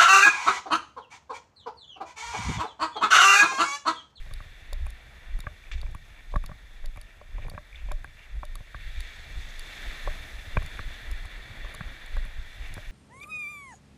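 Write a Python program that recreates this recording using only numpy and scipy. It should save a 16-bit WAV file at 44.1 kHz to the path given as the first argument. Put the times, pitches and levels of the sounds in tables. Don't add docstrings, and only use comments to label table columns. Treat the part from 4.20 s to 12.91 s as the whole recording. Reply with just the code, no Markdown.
import sys
import numpy as np
from scipy import signal
from scipy.fft import rfft, irfft
from scipy.io import wavfile

SR = 44100
rng = np.random.default_rng(int(sys.argv[2]) if len(sys.argv) > 2 else 0)


def file_out(sig):
    cols = np.atleast_2d(sig).T
    lim = np.clip(cols, -1, 1)
    pcm = np.round(lim * 32767).astype(np.int16)
    wavfile.write(sys.argv[1], SR, pcm)


N = 384111

# (time_s, wash_db, dull_roar_db, spray_hiss_db)
SURF_LEVELS = [(0.0, -55, -61, -66.5), (0.55, -54.5, -59, -68.5), (0.9, -57.5, -62, -70),
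               (1.9, -61, -63.5, -70), (2.6, -59, -62.5, -70.5), (2.96, -64, -64, -71.5),
               (3.6, -59.5, -65, -70), (4.27, -58, -62, -70), (4.5, -56, -63, -69), (4.63, -51, -62, -65),
               (4.87, -49.5, -59, -65), (5.2, -50.5, -56, -62.5), (5.63, -46, -53, -59),
               (6.1, -48.5, -53, -60), (6.62, -48, -53.5, -61.5), (7.4, -49.5, -53.5, -65),
               (8.15, -50.5, -56.5, -65), (8.71, -51.5, -56.5, -62)]


def from_db(db):
    return 10 ** (np.asarray(db) / 20)


def rms_one(x):
    return x / np.sqrt(np.mean(x ** 2) + 1e-20)


def in_time(rows):
    time_s, *columns = np.transpose(rows)
    now_s = np.arange(N) / SR
    return [np.interp(now_s, time_s, column) for column in columns]


def drift(rate_hz):
    pole = np.exp(-40 * np.pi * rate_hz / SR)
    noise = rng.standard_normal(N // 20 + 2002)
    slow = signal.lfilter([1], [1, -2 * pole, pole * pole], noise)[2000:]
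    return np.interp(np.arange(N) / 20, np.arange(len(slow)), rms_one(slow))


def coloured(x, spectrum):
    below, above = (spectrum[0][0] / 2, -80), (spectrum[-1][0] * 2, -80)
    hz, db = np.transpose([below] + spectrum + [above])
    grid_hz = np.arange(N // 2 + 1) * SR / N + 1
    gain = from_db(np.interp(np.log(grid_hz), np.log(hz), db))
    return rms_one(irfft(rfft(x) * gain, N))


def ring(force, hz, t60_s):
    decay, w = from_db(-60 / (t60_s * SR)), 2 * np.pi * hz / SR
    return signal.lfilter([0, np.sin(w)], [1, -2 * decay * np.cos(w), decay * decay], force + 1e-18)


def contacts(times_s, levels_db, chatter_s, count, soft_hz, rattle):
    force = np.zeros(N + SR)
    chance = rng.random((len(times_s), count, 2))
    main = np.arange(count) == 0
    lag_s = np.where(main, .4, chance[..., 0]) * chatter_s
    size = np.where(main, 1, rattle * (2 * chance[..., 1] - 1)) * from_db(levels_db)[:, None]
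    np.add.at(force, ((times_s[:, None] + lag_s) * SR).astype(int), size)
    soft = signal.butter(4, min(soft_hz, .45 * SR), fs=SR, output="sos")
    return signal.sosfilt(soft, force[:N] + 1e-18)


def swells(times_s, peaks_db, rise_s, fall_s):
    age_s = np.arange(0, N + 40, 40)[:, None] / SR - times_s
    tens = np.where(age_s < 0, -age_s / np.abs(rise_s), age_s / np.abs(fall_s))
    levels_db = peaks_db - 10 * np.minimum(tens, 9)
    size = np.sqrt(np.sum(from_db(levels_db) ** 2, axis=1))
    return np.interp(np.arange(N) / 40, np.arange(len(size)), size)


def cavity(x):
    # (pitch_hz, width_hz, lift_db)
    resonances = [(675, 320, 5), (1816, 320, 7.5), (2316, 183, 8), (2727, 107, 6), (3505, 660, 15.5),
                  (4190, 240, 2.5), (6400, 810, 3.5), (7850, 300, 5.5), (9930, 2400, 8), (12800, 1200, 1.5)]
    for hz, width_hz, lift_db in resonances:
        w, a = 2 * np.pi * hz / SR, from_db(lift_db / 2)
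        k = np.pi * width_hz / SR
        middle = -2 * np.cos(w)
        x = signal.lfilter([1 + k * a, middle, 1 - k * a], [1 + k / a, middle, 1 - k / a], x)
    return x


def grains(per_s, low_hz, high_hz, cycles):
    sizes = from_db(3.0 * np.minimum(rng.exponential(1, N), 4)) * rng.choice([-1, 1], N)
    born = rng.random(N) < per_s * from_db(3.0 * drift(30)) / SR
    pitches_hz = np.geomspace(low_hz, high_hz, 6)
    dealt = rng.integers(0, 6, N)
    rings = sum(ring(sizes * born * (dealt == k), hz, cycles / hz) for k, hz in enumerate(pitches_hz))
    soft = signal.butter(8, 1.02 * high_hz, fs=SR, output="sos")
    return rms_one(cavity(signal.sosfilt(soft, rings)))


def surf():
    # (pitch_hz, level_db_per_hz)
    wash_spectrum = [(900, -44), (1300, -3), (2000, 2.5), (3000, -11), (4500, -10), (6000, -47)]
    # (pitch_hz, level_db_per_hz)
    roar_spectrum = [(120, 2.5), (250, 0), (500, -3.5), (900, -5), (1400, -2.5), (2000, -6.5)]
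    # (pitch_hz, level_db_per_hz)
    spray_spectrum = [(3500, -39), (4800, 0), (7000, -4), (9000, -11.5), (12000, -9.5), (15500, -9)]
    spectra, flickers_db = (wash_spectrum, roar_spectrum, spray_spectrum), (1.0, 1.5, .7)
    together = drift(1.37)
    out = 0
    for db, spectrum, flicker_db in zip(in_time(SURF_LEVELS), spectra, flickers_db):
        noise = rms_one(cavity(coloured(rng.standard_normal(N), spectrum)))
        flicker = flicker_db * (0.68 * together + drift(23.0))
        out = out + from_db(db + flicker) * noise
    return out


def crunch():
    # (peak_s, coarse_db, fine_grit_share_db, gain_10_db_s, lose_10_db_s); signs of the last two are ignored
    bursts = [(0.65, -63, -18, 1, 1.5), (1.29, -60.5, -13, 0.5, 0.11), (1.468, -51, -22, .03, .025),
              (1.515, -41, 1, .0004, .014), (1.5335, -46, 2, .0006, .012), (1.5165, -53, -3, .0007, .15),
              (1.5795, -47, -7, .0006, .015), (1.917, -54.5, -20, .03, .025), (2.0, -53, -19, 0.05, .015),
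              (2.115, -62, 5, .015, .02), (2.91, -59.5, -19, 0.25, 0.26), (3.25, -51.5, -10, .08, 0),
              (3.55, -50.5, -12, 0, .09), (3.71, -55, -14, 0.06, .05), (3.87, -53, -12, 0, 0),
              (3.97, -53.5, -13, 0, .14), (4.8, -54, 0, 0.06, 0.5), (5.22, -54.5, -0.5, 0.07, 0.9),
              (5.56, -50.5, -3, 0.1, 0.2), (5.78, -52, -5, 0.17, 0), (6.372, -44, -6, .004, .006),
              (6.735, -49, -5, .015, 0.07), (7.45, -54, -8, .02, .015), (8.445, -48, -12, -0.04, -0.2)]
    peak_s, coarse_db, grit_db, rise_s, fall_s = np.transpose(bursts)
    wash_db, _, spray_db = in_time(SURF_LEVELS)
    foam_coarse, foam_fine = from_db(wash_db - 8.5), from_db(spray_db + 0.5)
    coarse = np.hypot(swells(peak_s, coarse_db, rise_s, fall_s), foam_coarse)
    fine = np.hypot(swells(peak_s, coarse_db + grit_db, rise_s, fall_s), foam_fine)
    return (coarse * grains(per_s=2000, low_hz=2080, high_hz=2850, cycles=6.3)
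            + fine * grains(per_s=4500, low_hz=3500, high_hz=7580, cycles=7.1))


def pebbles():
    # (start_s, peak_db, pitch_hz)
    clicks = [(1.4376, -46, 2350), (1.517, -44, 3540), (1.5364, -47, 3470), (3.244, -46, 2410),
              (3.5273, -40.5, 2350), (3.5448, -40, 2290), (3.557, -39.5, 3520), (3.8744, -48, 2290),
              (4.608, -39.5, 2350), (5.8994, -43, 2080), (6.573, -39, 2310), (8.459, -44, 2640)]
    out = 0
    for start_s, peak_db, hz in clicks:
        force = contacts(np.array([start_s]), [0], chatter_s=0.00199, count=3, soft_hz=1.7 * hz, rattle=.4)
        blip = ring(ring(force, hz, t60_s=0.0049), hz, t60_s=0.014)
        out = out + from_db(peak_db) * blip / np.abs(blip).max()
    return out


def rubs():
    # (peak_s, level_db, lose_10_db_s)
    drags = [(3.25, -50, .06), (3.34, -56, .04), (6.373, -39, .011), (6.42, -59, .06), (6.595, -51, .015)]
    peak_s, level_db, fall_s = np.transpose(drags)
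    size = swells(peak_s, level_db, .8 * fall_s, fall_s)
    return size * grains(per_s=340, low_hz=190, high_hz=704, cycles=5.6)


def ticks():
    # (start_s, bright_level_db, lower_part_against_it_db)
    buckle_hits = [(0.1367, -31, -9), (0.53, -28, -10), (0.6584, -50, -10), (0.665, -37, -23),
                   (0.7, -45, -9), (0.7038, -34.5, -9.5), (1.1887, -39, -18), (1.2034, -29.5, -5.5),
                   (1.6145, -38, -2), (1.713, -46, -17), (1.748, -39.5, -30), (2.161, -40.5, 0),
                   (2.2344, -57, -8), (2.2378, -43, -19), (2.261, -29.5, -8), (2.6579, -32, -8.5),
                   (2.761, -44, -24), (2.771, -41, -21), (2.813, -34.5, -8), (3.2804, -47, -15),
                   (3.2976, -30.5, -7.5), (3.7176, -29, -9.5), (3.8425, -41, -22), (4.2515, -34.5, -10),
                   (4.354, -29.5, -9), (4.8045, -30, -11.5), (5.3934, -29, -10), (5.9523, -43, -11),
                   (6.4272, -39, -20), (6.4615, -33, -10), (6.9132, -29, -9), (7.0544, -37, -11),
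                   (7.5397, -37, -15), (7.5477, -29, -13), (7.861, -37.5, -14), (7.9544, -53.5, 0),
                   (7.9676, -40.5, -12), (8.051, -41, -14), (8.058, -48, -6), (8.54, -29, -9)]
    # (pitch_hz, level_db, t60_s)
    high_modes = [(7210, -8, 0.0069), (9470, -13.5, 0.012), (10390, -0.5, 0.003), (11430, -13, 0.004),
                  (14100, -14, 0.0059)]
    # (pitch_hz, level_db, t60_s)
    low_modes = [(3770, 0, 0.016), (4526, 2, 0.014), (5230, -4, 0.0082)]
    start_s, bright_db, lower_db = np.transpose(buckle_hits)
    out = 0
    for modes, levels_db in ((high_modes, bright_db - 5.5), (low_modes, bright_db + lower_db - 4.5)):
        for hz, db, t60_s in modes:
            force = contacts(start_s, levels_db + db, chatter_s=0.0023, count=6, soft_hz=1.16 * hz, rattle=0.88)
            out = out + ring(force, hz, t60_s)
    return out


def knocks():
    # (start_s, level_db, low_db, middle_db, upper_db, crack_and_deep_thump_db, thud_db)
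    blows = [(0.061, -44, -11.5, -14, -12, -16, -4), (0.109, -43.5, -14, -8, -4, -13, -8),
             (0.202, -36.5, -20, -7, -8, -21, -13), (0.525, -37, -7.5, -14, -25, -19, -16),
             (0.664, -38, -13.5, -7.5, -12, -11, -11), (1.188, -37, -18, -7, -19, -15, -6),
             (1.239, -52, 1, -10, 0, -11, 4), (1.266, -22, -20, -11, -7.5, -20.5, -12),
             (1.629, -41.5, -7, -13, -8, -12, -9), (1.663, -43, -13, -9, -11, -11, -7),
             (1.747, -37, -25, -5.5, -14, -11, -5), (2.121, -46.5, -10, -12, -24, -19, -13),
             (2.138, -32.5, -5.5, -10, -17, -22, -13), (2.157, -16, -22.5, -12.5, -11.5, -28, -12),
             (2.238, -39, -29, -4.5, -14, -9, -5), (2.29, -38, -9, -11, -4.5, -27, -7),
             (2.313, -32, -16, -11.5, -8, -35, -6.5), (2.64, -46.5, -4.5, -17, -6, -21, -18),
             (2.76, -46, -28, -1.5, -12, -11, -8), (2.772, -40, -11.5, -7, -14, -10, -8),
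             (3.012, -35, -8.5, -15.5, -32, -32, -30), (3.181, -39.5, -10, -9, -18, -12, -22),
             (3.248, -46.5, -3, -22, -13, -13, 0), (3.264, -43, -19, -12, -24, -11, -3),
             (3.282, -38, -26, -1, -28, -17, -7), (3.314, -48.5, -3, -18, -17, -14, 13.5),
             (3.335, -47, -3, -22, -12, -11, 5), (3.346, -44, -5, -10, -1, -7.5, 4),
             (3.376, -29, -17, -10.5, -6, -22, -11), (3.685, -60, 9, -8, 0, -6, 2),
             (3.713, -25.5, -9.5, -12, -15, -23, -39), (3.843, -33, -20.5, -8.5, -5, -14, -11.5),
             (4.23, -29, -10.5, -9, -15, -22, -36), (4.354, -46.5, -17.5, 0.5, -7, -23, -3),
             (4.403, -45.5, -9.5, -14, -9, -11, -3.5), (4.544, -25.5, -22, -14, -8, -29, -15),
             (5.873, -24, -7, -9.5, -31, -23.5, -32), (5.951, -44, -15, -3, -11, -17, -19),
             (6.368, -21.5, -8, -6, -7, -12, -4.5), (6.419, -39.5, -19, -4, -9, -15, -12),
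             (6.59, -28, -18, -9, -1, -18, -10.5), (7.049, -41, -12, -7.5, -9, -10, -3.5),
             (7.444, -36.5, -10.5, -7, -16, -17, -27), (7.542, -38, -15, -8.5, -5, -21, -8),
             (7.606, -22.5, -22.5, -17.5, -9, -40, -9.5), (7.965, -31.5, -8.5, -16, -7, -24, -26),
             (8.052, -40, -14, -6.5, -15, -12, -3.5), (8.565, -38, -9, -9, -14, -20, 2),
             (8.576, -26, -20, -16, -12, -30, -15)]
    # (group_number, pitch_hz, level_db, t60_s)
    modes = [(0, 602.5, -1.5, 0.081), (0, 535, 1.5, 0.011), (0, 743, 5.5, 0.013), (1, 1141, 3.5, 0.024),
             (0, 991, 6, 0.011), (1, 1297, -6.5, 0.017), (2, 1629, 1, 0.019), (3, 2370, 6.5, 0.014),
             (3, 74.5, 20, 0.033), (4, 136.6, 10, 0.014), (4, 293, -9, 0.021)]
    start_s, level_db, *shares_db = np.transpose(blows)
    out = 0
    for k, (group, hz, db, t60_s) in enumerate(modes):
        levels_db = level_db + shares_db[round(group)] + db
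        force = contacts(start_s, levels_db, chatter_s=0.00495, count=6, soft_hz=1.464 * hz, rattle=0.74)
        out = out + (-1) ** k * ring(force, hz, t60_s)
    return out


def swing(size, hz, unsteady):
    pace_hz = hz * np.exp(unsteady * 1.5 * np.tanh(drift(11.0) / 1.5))
    turns = np.cumsum(pace_hz) / SR
    return np.sqrt(2) * size * from_db(1.27 * drift(26.6)) * np.sin(2 * np.pi * turns)


def mount():
    # (peak_s, slow_swing_db, quick_swing_db, rumble_db, swing_length_factor)
    shakes = [(0.02, -34.5, -42.5, -62, 0.97), (0.09, -43, -46, -55, 0.95), (0.152, -31.5, -38, -48, 0.97),
              (0.36, -59, -57, -62.0, 1.05), (0.553, -28.0, -36.5, -57.0, 1),
              (0.638, -27.5, -28.0, -54, 0.93), (0.71, -47, -38.5, -53.0, 1.05),
              (1.153, -28, -27.5, -47.5, 0.99), (1.27, -45, -43, -47, 0.93), (1.56, -29, -30, -56.0, 1.05),
              (1.647, -32, -30.5, -49.0, 1.1), (1.725, -36, -48, -49, 1), (2.171, -22.5, -34, -44, 0.96),
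              (2.24, -37, -44, -56, 1.05), (2.3, -44.5, -44, -53, 0.97), (2.542, -43, -55, -62.0, 1.05),
              (2.665, -27.5, -38, -59, 0.99), (2.79, -43, -45, -51.5, 1.3),
              (3.164, -33.5, -35.5, -52.0, 1.1), (3.25, -33, -47, -51.0, 1.05), (3.35, -45, -45, -47, 0.87),
              (3.67, -30.5, -28.5, -46, 1.05), (3.745, -27.5, -34.5, -53, 0.97),
              (3.859, -46, -51, -52, 1.05), (4.171, -34.0, -30, -53, 1.05),
              (4.324, -29.5, -41.0, -48, 1.05), (4.567, -54, -41.5, -51.5, 0.94),
              (4.678, -33.5, -35, -59, 1.05), (4.791, -30.5, -34.5, -56, 1.2),
              (5.0, -42.5, -55.0, -61.0, 1.05), (5.173, -33.5, -31.5, -50, 1), (5.26, -38, -42.5, -56, 1.2),
              (5.391, -32.5, -50, -61.0, 1.15), (5.677, -32, -34.5, -49.5, 0.97),
              (5.888, -25.5, -39.0, -51.0, 1.05), (6.0, -40, -46, -60, 0.93), (6.169, -36, -35, -46, 0.94),
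              (6.383, -25.5, -31.5, -40, 1.07), (6.55, -39, -40.0, -47, 1.05),
              (6.666, -32.5, -36.5, -55.0, 1.1), (6.925, -28.5, -31, -52, 1.05),
              (7.01, -37, -43, -57, 1.05), (7.177, -42, -37, -61, 0.93), (7.441, -33, -38, -57, 1.05),
              (7.56, -45, -50, -50.0, 1.05), (7.672, -34.5, -40, -51, 0.97), (7.977, -23, -32.5, -58, 1.05),
              (8.05, -35, -41, -55, 1.05), (8.189, -31, -37, -51, 0.98), (8.281, -43, -61, -68, 1.05),
              (8.415, -39.5, -34, -59.0, 1.05), (8.51, -33.5, -43.5, -58.0, 1.1),
              (8.585, -48, -42, -50, 0.63), (8.68, -34.5, -36.5, -52, 0.9)]
    # (time_s, level_db)
    wind = [(0, -60), (1, -64.5), (2.5, -61.5), (3.5, -59), (4.5, -61), (5.5, -60.5), (6.5, -57),
            (7.5, -57), (8.71, -60)]
    # (pitch_hz, level_db_per_hz)
    rumble_spectrum = [(35, -46), (70, 5), (120, -2.5), (200, -20.5), (400, -29.5), (800, -25.5)]
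    peak_s, slow_db, quick_db, rumble_db, length = np.transpose(shakes)
    slow_rest, quick_rest = from_db(-56 + 3.7 * drift(4.5)), from_db(-56 + 3.9 * drift(7.5))
    slow = np.hypot(swells(peak_s, slow_db, 0.048 * length, 0.052 * length), slow_rest)
    quick = np.hypot(swells(peak_s, quick_db, 0.036 * length, 0.039 * length), quick_rest)
    stir = np.hypot(swells(peak_s, rumble_db, rise_s=.05, fall_s=.07), from_db(in_time(wind)[0]))
    lumps = from_db(5.43 * drift(10.9))
    rumble = stir * lumps * coloured(rng.standard_normal(N), rumble_spectrum)
    return swing(slow, hz=24.23, unsteady=0.23) + swing(quick, hz=46.24, unsteady=0.24) + rumble


def scene():
    through_air = surf() + crunch() + pebbles()
    through_housing = rubs() + ticks() + knocks() + mount()
    return (through_air + through_housing)[None]


def record(dry):
    return signal.sosfilt(signal.cheby2(14, 80, 16100, fs=SR, output="sos"), dry)


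dry = scene()
out = record(dry)
file_out(out)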